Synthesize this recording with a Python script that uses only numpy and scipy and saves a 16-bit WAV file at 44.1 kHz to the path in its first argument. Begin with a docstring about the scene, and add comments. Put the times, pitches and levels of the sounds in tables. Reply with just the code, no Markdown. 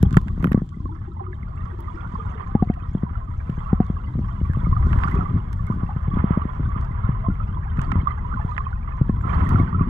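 """Underwater camera in a pool

A camera is held under water while a swimmer rolls and surfaces nearby. Moving water pushes on the
housing: shaped-noise rumble, dull filtered knocks. Bubbles and fizz, damped air springs and hiss, ring
the right microphone port and leak, weak and mostly inverted, to the left. Glugs ring near the left
microphone, small noise ticks snap on the case, hollow notes follow a few of the knocks."""
import sys
import numpy as np
from scipy import signal
from scipy.fft import rfft, irfft, next_fast_len
from scipy.io import wavfile

SR = 44100
rng = np.random.default_rng(int(sys.argv[2]) if len(sys.argv) > 2 else 0)


def log_audio(samples):
    """Write samples as a 16-bit WAV file to the path given in sys.argv[1]."""
    # one column per channel
    frames = np.atleast_2d(samples).T
    # limit to full scale, then quantise
    limited = np.clip(frames, -1, 1)
    pcm = np.round(limited * 32767).astype(np.int16)
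    wavfile.write(sys.argv[1], SR, pcm)


def linear_from_db(decibels):
    """Turn decibels (scalar or array-like) into linear amplitude factors; 0 gives 1."""
    return 10 ** (np.asarray(decibels, float) / 20)


N = 436149


def evened(x):
    """Scale to unit rms."""
    return x / np.sqrt(np.mean(x ** 2) + 1e-20)


def read(points, hz, column=1):
    """One column of a table over log frequency."""
    table = np.transpose(points)
    return np.interp(np.log(hz + 1), np.log(table[0] + 1), table[column])


def curve_db(points, column):
    """One column of a table over time."""
    table = np.transpose(points)
    return np.interp(np.arange(N) / SR, table[0], table[column])


def add(mix, start_s, sound):
    """Add a sound in place, cut at the end of the mix."""
    part = mix[max(round(start_s * SR), 0):][:len(sound)]
    part += sound[:len(part)]


def ring_of(points, stretch=1, size=4096):
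    """Causal (minimum-phase) response with the given colour: phase from the log gain."""
    hz = abs(np.fft.fftfreq(size, 1 / SR)) / stretch
    log_gain = np.log(linear_from_db(np.maximum(read(points, hz), -100)))
    spectrum = np.exp(np.conj(signal.hilbert(log_gain)))
    return np.fft.ifft(spectrum).real[:size // 2]


def colour(x, points):
    """Filter to the given colour, at unit rms."""
    return evened(signal.oaconvolve(x, ring_of(points, size=8192))[:N])


def sparse(per_s, spread_db):
    """Impulses at random moments; a few are large."""
    share = rng.random(N) * SR / per_s
    hit = share < 1
    out = np.zeros(N)
    out[hit] = linear_from_db(spread_db * np.minimum(-np.log(share[hit] + 1e-9), 4))
    return out


def bubble(hz, t60_s, rise):
    """A damped air spring whose pitch creeps up, or down if rise is negative."""
    t = np.arange(round(t60_s * SR) + 50) / SR
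    turns = hz * t * (1 + rise * t / t60_s)
    onset = (1 - np.exp(-t * hz / 1.2)) ** 2  # the neck closes over about a cycle
    return linear_from_db(-60 * t / t60_s) * onset * np.sin(2 * np.pi * turns)


def swarm(low_hz, high_hz, per_s, spread_db, cycles):
    """Bubbles of 32 sizes at random moments, each size weighted by the root of its pitch."""
    out = np.zeros(N)
    for hz in np.geomspace(low_hz, high_hz, num=32):
        one = bubble(hz, cycles / hz, 0.0059)
        one = np.sqrt(hz) * one / np.linalg.norm(one)
        sizes = evened(sparse(per_s, spread_db))
        for at in np.flatnonzero(sizes):
            add(out, at / SR, sizes[at] * one)
    return evened(out)


def both(right, other, points):
    """Right as given; left through the housing, partly from the other signal."""
    size = next_fast_len(N + SR)
    hz = np.fft.rfftfreq(size, 1 / SR)
    same = np.clip(read(points, hz, column=3), 0, 1)
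    leak = same * rfft(right, size) + np.sqrt(1 - same ** 2) * rfft(other, size)
    leak = leak * np.exp(1j * read(points, hz, column=2))
    left = irfft(linear_from_db(read(points, hz)) * leak, size)[:N]
    return np.array([left, right])


def swells():
    """Power of the gurgling swells: an eddy rolling over the housing is a smooth bump."""
    # (time of the top [s], upper rumble level [dB], width at 1/e power [s])
    eddies = [(0.041, -24, 0.095), (0.159, -26.5, 0.044), (0.452, -31, 0.28), (1.183, -43.5, 0.078),
              (2.122, -37, .1), (4.196, -28.5, 0.054), (4.923, -22.5, .15), (5.161, -26.5, .1),
              (5.351, -21, 0.065), (5.752, -28, 0.072), (6.165, -26.5, 0.087), (6.649, -29.5, 0.12),
              (7.311, -26, 0.033), (7.512, -35.5, 0.11), (7.792, -31.5, 0.082), (7.955, -24.5, .12),
              (8.225, -33.5, 0.057), (8.339, -29.5, 0.044), (9.425, -21.5, 0.1), (9.531, -23.5, .15),
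              (9.604, -20.5, 0.055), (9.794, -27, 0.11)]
    t = np.arange(0, N + 64, 64) / SR
    power = sum(linear_from_db(2 * db) * np.exp(-(2 * (t - s) / width_s) ** 2) for s, db, width_s in eddies)
    return np.interp(np.arange(N) / SR, t, power)


def rumble():
    """Eddies roll past: smooth noise with lumps in the deep, lumpier pushes above it."""
    # water pushing past the housing: (time [s], deep level [dB], upper level [dB])
    flow = [(0.0, -25, -30.5), (0.47, -33, -32), (0.91, -31, -39.5), (3.5, -30, -41), (3.69, -27, -45.5),
            (4.13, -28.5, -36), (4.82, -16.5, -33.5), (5.18, -32.5, -30), (5.48, -24, -35),
            (6.22, -27, -43), (6.5, -28, -38), (6.88, -22, -37.5), (8.18, -26, -45), (8.56, -27.5, -44),
            (9.01, -26, -39), (9.17, -20.5, -33), (9.61, -36.5, -26), (9.89, -24.5, -23.5)]
    # relative spectra: (frequency [Hz], density [dB per Hz])
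    deep_colour = [(8.8, -48), (15, -13), (32, -3.5), (81, 0), (107, -4), (156, -16.5), (198, -17),
                   (250, -36.5), (320, -68.5), (550, -120)]
    upper_colour = [(53, -36.5), (90, 0.5), (171, -0.5), (263, -11.5), (329, -19), (394, -23.5),
                    (518, -47.5), (700, -42.5), (910, -68), (1540, -120)]
    swell_deep_db = 3  # swell in the deep over swell above
    deep = colour(rng.standard_normal(N) + 0.77 * evened(sparse(44, 3.4)), deep_colour)
    upper = colour(.7 * rng.standard_normal(N) + evened(sparse(50, 3.6)), upper_colour)
    swell = swells()
    deep_power = linear_from_db(2 * curve_db(flow, column=1)) + linear_from_db(2 * swell_deep_db) * swell
    upper_power = linear_from_db(2 * curve_db(flow, column=2)) + swell
    return np.sqrt(deep_power) * deep + np.sqrt(upper_power) * upper


def clumps():
    """Bubbles drift past in clouds: a slow random level in dB."""
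    step_s, window_s, rms_db = .004, .12, 1.7
    t = np.arange(0, N / SR + 1, step_s)
    slow = np.convolve(rng.standard_normal(len(t)), np.hanning(round(window_s / step_s)), "same")
    return rms_db * np.interp(np.arange(N) / SR, t, evened(slow))


def air_db(column):
    """Level of bubbling (1) or spray (2): slow curve plus splashes, then random clouds."""
    # air in the water, before the port gain: (time [s], bubbling level [dB], fine spray level [dB])
    air = [(0, -49.5, -70), (.3, -53, -74.5), (.88, -60.5, -76.5), (1.24, -54, -79.5), (2.18, -43, -70),
           (2.78, -49.5, -77.5), (3.28, -49, -77.5), (3.52, -44.5, -71), (3.8, -45.5, -75),
           (4.13, -50.5, -75), (4.7, -44.5, -71), (5.34, -43.5, -76), (5.59, -47, -72.5),
           (6.28, -41.5, -77.5), (6.75, -44.5, -75.5), (7.1, -40.5, -79.5), (7.49, -46.5, -77),
           (8.1, -41, -77), (8.51, -45.5, -71.5), (8.87, -48.5, -76.5), (9.2, -44.5, -76),
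           (9.89, -39.5, -78.5)]
    # a body breaks the surface, before the port gain:
    # (start [s], length [s], bubbling level [dB], fine spray level [dB])
    splashes = [(0.118, 0.036, -50, -64.5), (0.413, .12, -51, -73.5), (4.806, 0.35, -37.5, -63.5),
                (6.082, .24, -42, -79.5), (7.754, 0.088, -40, -67.5), (9.224, 0.36, -33.5, -64.5)]
    rise_share, fade_s = .45, .045  # build-up as share of length; time constant of power
    t = np.arange(N) / SR
    power = linear_from_db(2 * curve_db(air, column))
    for row in splashes:
        start_s, length_s = row[:2]
        rise = np.clip((t - start_s) / (rise_share * length_s), 0, 1)
        fade = np.exp(-np.maximum(t - start_s - length_s, 0) / fade_s)
        power = power + linear_from_db(2 * row[column + 1]) * rise * fade
    return 10 * np.log10(power) + clumps()


def fizz():
    """Tiny bubbles and crackle speckle a thin hiss; the harder the spray, the brighter it gets."""
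    # relative spectrum: (frequency [Hz], density [dB per Hz])
    fizz_colour = [(2600, 11), (3300, 19), (4000, 10), (5600, 5), (6400, 6.5), (8700, 6), (9700, -86),
                   (10700, -26), (12400, -18), (13600, -23.5), (15400, -17), (17000, -15.5)]
    spray_db = air_db(column=2)
    bursts = np.convolve(sparse(60, 3.5), np.exp(-np.arange(300) / 50))[:N]
    crackle = evened(bursts * rng.standard_normal(N))
    tiny = swarm(2800, 7500, 7.7, 7.2, 77)
    hiss = colour(rng.standard_normal(N) + 0.43 * tiny + 0.23 * crackle, fizz_colour)
    dull = np.convolve(hiss, signal.firwin(63, 9500, fs=SR), "same")
    top_db = .9 * (spray_db + 76)
    return linear_from_db(spray_db) * (dull + linear_from_db(top_db) * (hiss - dull))


def bubbling():
    """Small bubbles and soft pops in a wash, through the port; in a surge they merge into a rush."""
    # relative spectrum of the port: (frequency [Hz], density [dB per Hz])
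    port_colour = [(250, -26), (400, -9.5), (560, -14.5), (700, -10.5), (880, -10), (1000, -1), (1150, 0.5),
                   (1380, -7.5), (1580, -15), (2070, -16), (2360, -28), (2800, -30), (3300, -33.5),
                   (4300, -67)]
    level = linear_from_db(air_db(column=1))
    bursts = np.convolve(sparse(14, 2.5), np.exp(-np.arange(3000) / 800))[:N]
    pops = evened(bursts * rng.standard_normal(N))
    apart = np.clip((linear_from_db(-47) / level) ** 0.42, .6, 1.4)  # weight of separate bubbles
    single = colour(0.34 * swarm(380.4, 3616, 12, 4.7, 110) + .5 * pops, port_colour)
    rush = colour(rng.standard_normal(N), port_colour)
    return level * (rush + 1.81 * apart * single) / np.sqrt(1 + (1.14 * apart) ** 2)


def glugs():
    """Large pockets of air ring low and long, wobbling as they change shape."""
    # (time [s], level before wobble and side gain [dB], starting pitch [Hz])
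    pockets = [(0.812, -36, 301.6), (0.855, -33.5, 285), (.901, -33, 317), (1.074, -33.5, 341),
               (1.206, -30.5, 365), (1.271, -29, 364), (1.723, -34.5, 352), (1.782, -34, 340),
               (1.93, -32, 323), (2.184, -38.5, 450), (2.351, -38, 437), (2.394, -35, 388),
               (4.07, -37.5, 293), (5.153, -25.5, 391), (5.358, -39, 360), (5.891, -19.5, 820),
               (6.793, -44, 435), (7.24, -26.5, 676), (8.33, -46, 298), (8.392, -29.5, 850)]
    out = np.zeros(N)
    for s, db, hz in pockets:
        add(out, s, linear_from_db(db) * bubble(hz, 75 / hz, 0.0054))
    wobble = evened(signal.oaconvolve(rng.standard_normal(N), np.hanning(700), "same"))
    return out * (.8 + .5 * wobble)


def ticks():
    """Snaps of decaying noise, a different scratch at each microphone; each also rings the port."""
    # (time [s], left snap peak [dB], port ring peak before port gain [dB],
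    #  gain above 9.5 kHz before the peak is set [dB])
    hits = [(0.0277, -27.5, -30, 5.5), (0.1084, -43.5, -34.5, -12.5), (0.1278, -36.5, -40, -10),
            (0.1422, -42.5, -23.5, 12.5), (0.169, -24.5, -7.5, 4), (.1836, -44, -33.5, -5.5),
            (0.2824, -45, -32, -3.5), (0.4259, -46, -33, 1.5), (0.4431, -34, -15.5, 7),
            (0.4703, -47, -26, 11.5), (0.4923, -53, -44, 22.5), (0.519, -35, -22, 17.5),
            (0.5296, -37.5, -34, -9.5), (0.6907, -46.5, -53, -27), (1.8049, -46.5, -51.5, 9),
            (2.473, -56.5, -34.5, -28.5), (2.739, -54.5, -41.5, -20.5), (3.4988, -47, -38, 1.5),
            (3.865, -50.5, -52, -12), (4.5346, -48.5, -29.5, 0.5), (4.9298, -43.5, -21, -10.5),
            (4.988, -47.5, -23.5, -5), (5.0355, -42.5, -15, -5), (5.113, -46.5, -33, 1),
            (5.152, -44.5, -32.5, -5), (5.0826, -43.5, -24.5, -8.5), (5.0987, -49.5, -35.5, 3.5),
            (5.5295, -42, -36.5, -3.5), (5.668, -45.5, -49, -0.5), (6.8121, -47.5, -41.5, -14),
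            (6.848, -49.5, -39.5, -5), (7.772, -55, -33, -10), (7.793, -47.5, -21.5, 4),
            (7.8155, -34.5, -33.5, -11.5), (7.9179, -38, -17.5, -21), (8.5655, -65, -26.5, -9),
            (8.579, -50, -16.5, -12), (9.21, -51.5, -36, 7.5), (9.491, -36, -29, 0),
            (9.535, -59.5, -36, -14)]
    # relative spectra of snap and port ring: (frequency [Hz], gain [dB])
    snap_colour = [(1800, -15.5), (3200, 9.5), (4200, 2.5), (7500, 0.5), (9800, -7), (11600, 3),
                   (13700, -13), (15500, -2), (17500, -60)]
    crack_colour = [(400, -27.5), (800, -2.5), (1150, -3), (1700, -1.5), (2300, -12.5), (2900, -19),
                    (3600, -36), (6000, -75.5)]
    snaps, port = np.zeros((2, N)), np.zeros(N)
    t = np.arange(400) / SR
    low = signal.firwin(63, 9500, fs=SR)
    for s, db, port_db, top_db in hits:
        noise = rng.standard_normal((3, 400))
        for side, scratch, side_db in zip(snaps, noise, (0, 3)):  # left, right
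            snap = np.convolve(scratch * np.exp(-t / 0.0017), ring_of(snap_colour, size=1024))
            dull = np.convolve(snap, low, "same")
            snap = dull + linear_from_db(top_db) * (snap - dull)
            add(side, s, linear_from_db(db + side_db) * snap / abs(snap).max())
        rung = np.convolve(noise[2] * np.exp(-t / 0.0028), ring_of(crack_colour))
        add(port, s, linear_from_db(port_db) * rung / abs(rung).max())
    return snaps, port


def rings():
    """Air trapped in the housing rings after some knocks: short hollow notes, sinking slightly."""
    # (time [s], level [dB], starting pitch [Hz])
    notes = [(2.551, -18, 832), (2.624, -16, 740), (2.699, -23, 740), (3.729, -25, 770), (3.802, -18, 745),
             (6.371, -25, 636)]
    out = np.zeros(N)
    for s, db, hz in notes:
        add(out, s, linear_from_db(db) * bubble(hz, t60_s=0.045, rise=-.027))
    return out


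def big_bubbles():
    """Single large bubbles at the port that stand out; the higher the pitch, the shorter."""
    # (time [s], level before port gain [dB], starting pitch [Hz])
    singles = [(.05, -29, 800), (0.18, -24, 1040), (.345, -38, 1050), (0.459, -34, 1030), (.553, -33, 1075),
               (.856, -28, 1082), (0.891, -31.5, 875), (0.924, -39, 1330), (1.075, -38, 810),
               (1.167, -32, 887), (1.194, -27.5, 1040), (1.204, -25, 780), (1.265, -29, 1230),
               (1.33, -32, 1710), (1.43, -35, 2090), (1.535, -34, 1085), (2.153, -22, 1080),
               (2.69, -36.5, 2130), (2.772, -31.5, 705), (3.154, -27.5, 1345), (3.966, -29, 1124),
               (4.547, -24.5, 1133), (4.727, -17, 1082), (4.765, -17, 1209), (5.042, -15.5, 1155),
               (5.075, -18, 1400), (5.208, -19, 1292), (5.257, -23, 1157), (5.701, -23.5, 1003),
               (5.722, -23, 1165), (6.187, -26.5, 1070), (6.417, -20, 1148), (6.489, -23, 1027),
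               (7.263, -20.5, 1043), (7.57, -24, 997), (7.917, -19, 1283), (8.071, -7.5, 1150),
               (8.324, -21, 1180), (8.339, -21, 1424), (8.371, -20.5, 1044), (8.604, -21, 1120),
               (8.581, -21, 1243), (8.666, -18, 1075), (8.728, -26.5, 1450), (8.876, -25.5, 1170),
               (9.095, -25.5, 1066), (9.35, -25.5, 1100), (9.405, -18.5, 1280), (9.508, -20.5, 1043),
               (9.557, -16, 1348), (9.727, -21.5, 1180), (9.794, -21.5, 1202)]
    out = np.zeros(N)
    for s, db, hz in singles:
        add(out, s, linear_from_db(db) * bubble(hz, 52 / hz, .006))
    return out


def knocks():
    """Each push on the housing gives a short dull thud, its spectrum scaled to the pitch."""
    # (time before the pitch-dependent delay [s], peak level [dB], pitch [Hz])
    pushes = [(.028, -1, 156.4), (0.166, 4, 140.8), (.376, -17.5, 160.4), (.429, -12, 153.7),
              (.443, -7, 183.5), (.454, -6.5, 171), (.472, -12.5, 134.8), (0.515, -8, 182), (.544, -1, 183),
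              (.574, -7, 163), (0.616, -11, 148.4), (.854, -21.5, 188.3), (2.135, -22.5, 144.7),
              (2.5497, -2.5, 181), (2.622, -3, 174.2), (2.668, -17, 120.2), (2.6977, -6, 177.4),
              (2.948, -8.5, 159.2), (3.031, -9.5, 158.5), (3.492, -12, 146), (3.574, -15, 119),
              (3.728, -2.5, 166.6), (3.801, -2, 177.4), (3.898, -11, 155.7), (4.149, -12.5, 113.3),
              (4.189, -12.5, 169), (4.411, -12.5, 140.6), (4.493, -13.5, 125), (4.566, -9, 114),
              (4.627, -16, 111.8), (4.666, -11.5, 134.7), (4.81, -22.5, 152.5), (4.868, -14.5, 160),
              (4.91, -17, 131.6), (5.698, -8.5, 148), (5.83, -12.5, 145), (5.957, -11.5, 110.9),
              (6.076, -11, 114.6), (6.168, -10.5, 173.8), (6.239, -5, 161.7), (6.304, -5.5, 152.5),
              (6.371, -6.5, 170.8), (6.451, -13, 164.5), (6.595, -19, 186.4), (6.758, -13.5, 125.1),
              (7.086, -8, 119.8), (7.282, -8.5, 153.2), (7.781, -10, 111.2), (7.953, -12.5, 157),
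              (8.443, -14, 121.6), (9.008, -3, 116.4), (9.093, -6.5, 172), (9.25, -18.5, 170.5),
              (9.387, -17, 125.6), (9.425, -21, 113), (9.597, -7.5, 162.7)]
    # relative spectrum at the reference pitch: (frequency [Hz], gain [dB])
    knock_colour = [(24, -18.5), (40, -6.5), (211, 4.5), (518, -22.5), (812, -32), (1020, -41),
                    (1130, -51.5), (1250, -40.5), (2140, -47), (2500, -70.5), (3250, -100), (5500, -120)]
    reference_hz = 178
    thud = np.zeros(N)
    for s, db, hz in pushes:
        # all-pass: the wall yields slowly, so lows arrive late
        lag = np.exp(-2 * np.pi * .3 * hz / SR)
        swing = signal.lfilter([lag, -1], [1, -lag], ring_of(knock_colour, hz / reference_hz))
        delay_s = .0018 * (reference_hz / hz) ** 2.5  # a lower-pitched thud starts later
        add(thud, s + delay_s, linear_from_db(db) * swing / abs(swing).max())
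    return thud


def scene():
    """Housing sounds reach both microphones much alike; port sounds favour the open right port."""
    # left against right: (frequency [Hz], level [dB], phase ahead [rad], likeness [0-1])
    housing_left = [(25, 2.5, -.38, 1), (60, 1.5, -.2, 1), (150, 1.1, 0, 1), (300, 1.6, .2, 1),
                    (600, 3, .3, .95)]
    port_left = [(400, 0, 3.1, .8), (650, -5, 3.3, .75), (870, -11, 3.2, .7), (1180, -19, 3.8, .95),
                 (1550, -17, 4.1, .7), (2100, -21, 2.2, .5), (2700, -12, 2.4, .6), (3200, -4, 5.5, .6),
                 (4500, -3, 5.5, .25), (12000, -7, 5.5, .25)]
    port_gain_db = 6
    snaps, rung = ticks()
    housing = rumble() + knocks() + rings()
    loud = big_bubbles() + rung
    # two draws of the wash around the same loud bubbles
    port, other = (linear_from_db(port_gain_db) * (bubbling() + fizz() + loud) for _ in range(2))
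    near_left = glugs() * linear_from_db([[3], [-3]])
    return both(housing, housing, housing_left) + both(port, other, port_left) + snaps + near_left


def roll_off(x):
    """The treble ends steeply here."""
    return signal.sosfilt(signal.butter(12, 15830, fs=SR, output="sos"), x)


def record(dry):
    """A soft ceiling rounds off the peaks."""
    mix = 1.1 * np.tanh(dry / 1.1)
    return roll_off(mix)


dry = scene()
out = record(dry)
log_audio(out)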